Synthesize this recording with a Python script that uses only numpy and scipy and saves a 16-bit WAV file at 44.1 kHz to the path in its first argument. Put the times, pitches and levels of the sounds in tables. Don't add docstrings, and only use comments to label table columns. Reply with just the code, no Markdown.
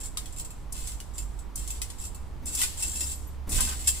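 import sys
import numpy as np
from scipy import signal
from scipy.fft import rfft, irfft, next_fast_len
from scipy.io import wavfile

SR = 44100
rng = np.random.default_rng(int(sys.argv[2]) if len(sys.argv) > 2 else 0)


def wrap_up_sound(samples):
    columns = np.atleast_2d(samples).T
    tamed = np.clip(columns, -1, 1)
    steps = np.round(tamed * 32767).astype(np.int16)
    wavfile.write(sys.argv[1], SR, steps)


N = 176400

# (t/s, level/dB, frame knock against the tick/dB)
HOOK_SNAPS = [(0.172, 1.5, -1.5), (0.258, -12.5, -0.5), (0.873, -3, -9), (1.002, -11.5, 2),
              (1.676, -2.5, -13), (1.817, 2.5, -3.5), (1.901, -11, 0.5), (2.616, 8.5, -2.5),
              (2.634, 1, 5.5), (3.606, 11.5, -26)]


def snaps(trim_db=-2, catch_s=0.0018, catch_db=-10.5):
    out = np.zeros((2, N))
    for at, db, frame_db in HOOK_SNAPS:
        for delay, hit_db in ((0, 0), (catch_s, catch_db)):
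            tick, _, knock = spring()
            add(out, undb(trim_db + db + hit_db) * (tick + undb(frame_db) * knock), at + delay)
    return out


# (t/s, length/s, level/dB)
TAUT_RATTLES = [(0.732, 0.19, -41.5), (1.6, 0.185, -43), (2.568, 0.063, -27), (3.511, 0.18, -27.5),
                (3.708, 0.33, -38)]


def rattles():
    return chatter(TAUT_RATTLES, ring_db=-5.5, frame_db=-4)


# (t/s, level/dB)
SLACK_CLINKS = [(0.325, -14.5), (0.398, -6), (0.448, -9.5), (0.505, -13.5), (1.181, -3), (1.39, -16),
                (1.704, -2), (2.147, -12.5), (2.824, 3.5), (3.007, 3.5), (3.875, 6)]
SLACK_RING_DB, SLACK_FRAME_DB = -2.5, -10


def clinks(bounces=3, gap_s=0.0063, fall_db=-6.5):
    out = np.zeros((2, N))
    for at, db in SLACK_CLINKS:
        for k in range(bounces):
            hit = spring_hit(SLACK_RING_DB, SLACK_FRAME_DB)
            add(out, undb(db + k * fall_db) * hit, at + k * gap_s * rng.uniform(0.62, 1.3))
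    return out


# (t/s, length/s, level/dB)
SLACK_JINGLES = [(0.0, 0.071, -37), (0.36, 0.041, -36.5), (0.735, 0.21, -46.5), (1.135, 0.087, -42.5),
                 (1.98, 0.093, -38), (2.462, 0.21, -34), (2.77, 0.36, -32.5), (2.826, 0.026, -26.5),
                 (3.87, 0.016, -17), (1.563, 0.034, -36)]


def jingles():
    return chatter(SLACK_JINGLES, SLACK_RING_DB, SLACK_FRAME_DB)


# (t/s, length/s, level/dB)
FOOT_JOLTS = [(0.722, 0.0067, -30), (1.555, 0.0049, -26.5), (2.455, 0.0063, -32.5), (2.548, 0.0061, -21.5),
              (3.491, 0.096, -30)]
# (f/Hz, level/dB)
JOLT_EQ = [(3000, -26), (5000, -9), (7600, 4), (13000, 0)]


def jolts():
    return sum(envelopes(FOOT_JOLTS, attack_s=0.0029, release_s=0.0099)) * noise(JOLT_EQ, 0.24)


def chatter(bursts, ring_db, frame_db, springs=12, turn_s=0.04, spread_db=5, trim_db=1.5):
    force = np.sqrt(sum(burst ** 2 for burst in envelopes(bursts)))
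    drive = force * slips()
    turn = int(SR * turn_s)
    activity = rng.standard_normal((springs, N // turn + 1))
    share = undb(2 * spread_db * np.repeat(activity, turn, axis=1)[:, :N])
    slipping = (np.cumsum(share, axis=0) / share.sum(axis=0) < rng.random(N)).sum(axis=0)
    out = 0
    for k in range(springs):
        hit = spring_hit(ring_db, frame_db)
        out = out + signal.oaconvolve((drive * (slipping == k))[None], hit, axes=1)[:, :N]
    return undb(trim_db) * out


def slips(per_s=520, spread_db=4):
    sizes = undb(spread_db * np.clip(rng.standard_normal(N), -2, 2))
    return unit((rng.random(N) < per_s / SR) * sizes) * np.sqrt(N)


def spring_hit(ring_db, frame_db):
    tick, ring, knock = spring()
    return unit(tick + undb(ring_db) * ring + undb(frame_db) * knock)


# (f/Hz, level/dB)
COIL_MODES = [(2660, -2.5), (7350, 14.5), (7440, 12), (7860, 6.5), (9300, 2), (14150, 8.5)]
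# (f/Hz, level/dB)
TICK_EQ = [(1000, -21.5), (2300, -38), (3000, -16), (5000, -9), (6500, -3.5), (7700, 7.5), (9500, -5),
           (11000, -2), (12700, -2.5), (14200, -3.5)]
# (f/Hz, level/dB)
KNOCK_EQ = [(400, -21.5), (1000, -7), (1550, -7.5), (2020, -0.5), (2400, -4), (3000, 0.5), (3700, 0),
            (15000, 0.5)]


def spring(detune=0.00803, t60_s=0.15, max_lag_s=0.0004):
    t = np.arange(SR // 4) / SR
    lag = int(rng.choice([-1, 1]) * rng.uniform(.5, 1) * max_lag_s * SR)
    ring = 0
    for hz, db in COIL_MODES:
        phase = 2 * np.pi * (hz * (1 + detune * rng.standard_normal()) * t + rng.random((2, 1)))
        ring = ring + undb(db) * rng.rayleigh() * np.sin(phase)
    ring = unit(ring * fade(t, t60_s))
    return crack(t, TICK_EQ, lag), ring, crack(t, KNOCK_EQ, lag)


def crack(t, eq, lag, decay_s=0.0024, overtone_count=36, overtone_db=0.5):
    direct = pair(0.96, size=len(t))
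    direct[0] = np.roll(direct[0], lag)
    echo = undb(-6.5) * np.exp(-t / 0.016) + undb(-19.5) * np.exp(-t / 0.16)
    hit = unit(direct * np.exp(-t / decay_s) + echo * rng.standard_normal((2, len(t))))
    spectrum = np.zeros((2, len(t) // 2 + 1), complex)
    places = (np.arange(overtone_count) + rng.random(overtone_count)) / overtone_count
    bins = (places * spectrum.shape[1]).astype(int)
    strengths = rng.rayleigh(size=overtone_count)
    spectrum[:, bins] = strengths * np.exp(2j * np.pi * rng.random((2, overtone_count)))
    overtones = unit(irfft(spectrum, len(t)) * fade(t, t60_s=0.11))
    return unit(colour(hit + undb(overtone_db) * overtones, eq))


# (t/s, length/s, level/dB)
FRAME_CREAKS = [(3.577, 0.035, -33), (3.658, 0.075, -38)]
# (f/Hz, level/dB)
TUBE_EQ = [(500, -29), (900, 2), (1300, 1), (2100, -6), (4500, -9)]


def creaks(decay_s=0.016):
    t = np.arange(SR // 4) / SR
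    tubes = unit(colour(pair(0, size=len(t)) * np.exp(-t / decay_s), TUBE_EQ))
    load = sum(envelopes(FRAME_CREAKS))
    return signal.oaconvolve((load * slips())[None], tubes, axes=1)[:, :N]


# (t/s, level/dB)
METAL_PINGS = [(3.155, -44), (3.272, -43)]


def pings(hz=11900, t60_s=0.11):
    t = np.arange(SR // 4) / SR
    out = np.zeros((2, N))
    for at, db in METAL_PINGS:
        tone = np.sin(2 * np.pi * (hz * t + rng.random((2, 1)) / 2))
        add(out, undb(db) * tone * fade(t, t60_s), at)
    return out


# (t/s, length/s, level/dB)
MAT_FLAPS = [(2.416, 0.077, -43), (2.856, 0.14, -45.5), (3.467, 0.098, -33)]
# (f/Hz, level/dB)
MAT_EQ = [(30, 15.5), (110, 1.5), (165, 0), (235, 2), (480, -10.5), (4000, -28)]
# (multiple of the lowest mode, level/dB)
MAT_MODES = [(1, 2), (1.59, -5), (2.3, -6), (3.5, -11.5)]


def mat(thud_at_s=3.518, lowest_hz=31.55, swell_s=0.079, left_db=-10):
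    out = sum(envelopes(MAT_FLAPS, attack_s=0.011, release_s=0.19)) * noise(MAT_EQ, 0.95)
    t = np.arange(SR // 2) / SR
    swing = sum(undb(db) * np.sin(2 * np.pi * (k * lowest_hz * t + rng.random())) for k, db in MAT_MODES)
    swell = t / swell_s * np.exp(1 - (t / swell_s) ** 2) / 2
    thud = undb(-17.5) * swing * swell
    add(out, np.array([undb(left_db) * thud, thud]), thud_at_s)
    return out


# (f/Hz, level/dB)
RUMBLE_EQ = [(30, -1), (60, -1.5), (85, -7.5), (170, -18.5), (300, -22), (600, -30), (950, -27),
             (1600, -37), (15000, -55)]
# (t/s, f/Hz, level/dB)
DRONE_PATH = [(.5, 54.43, -51), (.64, 46.5, -37.5), (1.05, 53.84, -46.5), (1.22, 49.65, -34.5),
              (1.469, 49.97, -37.5), (1.741, 52.92, -35.5), (1.879, 65.7, -46), (2.898, 68, -43.5),
              (4.0, 67.55, -37)]


def outdoors(rumble_db=-38.5):
    t = np.arange(N) / SR
    times, hz, db = np.array(DRONE_PATH).T
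    pitch_waver, level_waver = noise([(6, 35), (60, -92)], 0)
    phase = 2 * np.pi * np.cumsum(np.interp(t, times, hz) * (1 + 0.011 * pitch_waver)) / SR
    drone = np.sqrt(2) * undb(np.interp(t, times, db) + 1.6 * level_waver) * np.sin(phase)
    left, right = undb(rumble_db) * noise(RUMBLE_EQ, 0.47) + drone
    return np.array([colour(left, [(50, -4), (400, 0)]), colour(right, [(50, 2), (400, 0)])])


def undb(db):
    return 10 ** (np.asarray(db) / 20)


def unit(x):
    return x / np.sqrt(np.mean(np.sum(x ** 2, axis=-1)))


def fade(t, t60_s):
    return np.exp(-np.log(1000) * t / t60_s)


def colour(x, eq):
    hz, db = np.array(eq, float).T
    n = next_fast_len(x.shape[-1] + 4096) // 2 * 2
    curve_db = np.interp(np.log(np.arange(n // 2 + 1) * SR / n + 1), np.log(hz), db)
    cepstrum = irfft(curve_db * np.log(10) / 20)
    cepstrum[1:n // 2] *= 2
    cepstrum[n // 2 + 1:] = 0
    return irfft(rfft(x, n) * np.exp(rfft(cepstrum)))[..., :x.shape[-1]]


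def pair(correlation, size):
    white = rng.standard_normal((3, size))
    return np.sqrt(correlation) * white[0] + np.sqrt(1 - correlation) * white[1:]


def noise(eq, correlation):
    return unit(colour(pair(correlation, size=N), eq)) * np.sqrt(N)


def envelopes(bursts, attack_s=0.0035, release_s=0.0073):
    for at, length, db in bursts:
        t = np.arange(N) / SR - at
        yield undb(db) * np.clip(t / attack_s, 0, 1) * np.exp(-np.maximum(t - length, 0) / release_s)


def add(out, x, at):
    i = max(int(at * SR), 0)
    out[:, i:i + x.shape[1]] += x[:, :N - i]


# (f/Hz, left level/dB, right level/dB)
PORT_EQ = [(5190, 2, 1.5), (6420, 0, -3.5), (7890, -2, 0), (9590, 5, -5.5), (12670, -8.5, -8.5)]


def scene():
    taut = snaps() + rattles() + creaks()
    slack = clinks() + jingles()
    steel = jolts() + taut + slack
    steel = np.array([colour(steel[c], np.array(PORT_EQ)[:, [0, c + 1]]) for c in range(2)])
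    return steel + pings() + mat() + outdoors()


def record(dry, top_hz=15500):
    return signal.sosfilt(signal.ellip(10, .2, 80, top_hz, fs=SR, output="sos"), dry)


dry = scene()
out = record(dry)
wrap_up_sound(out)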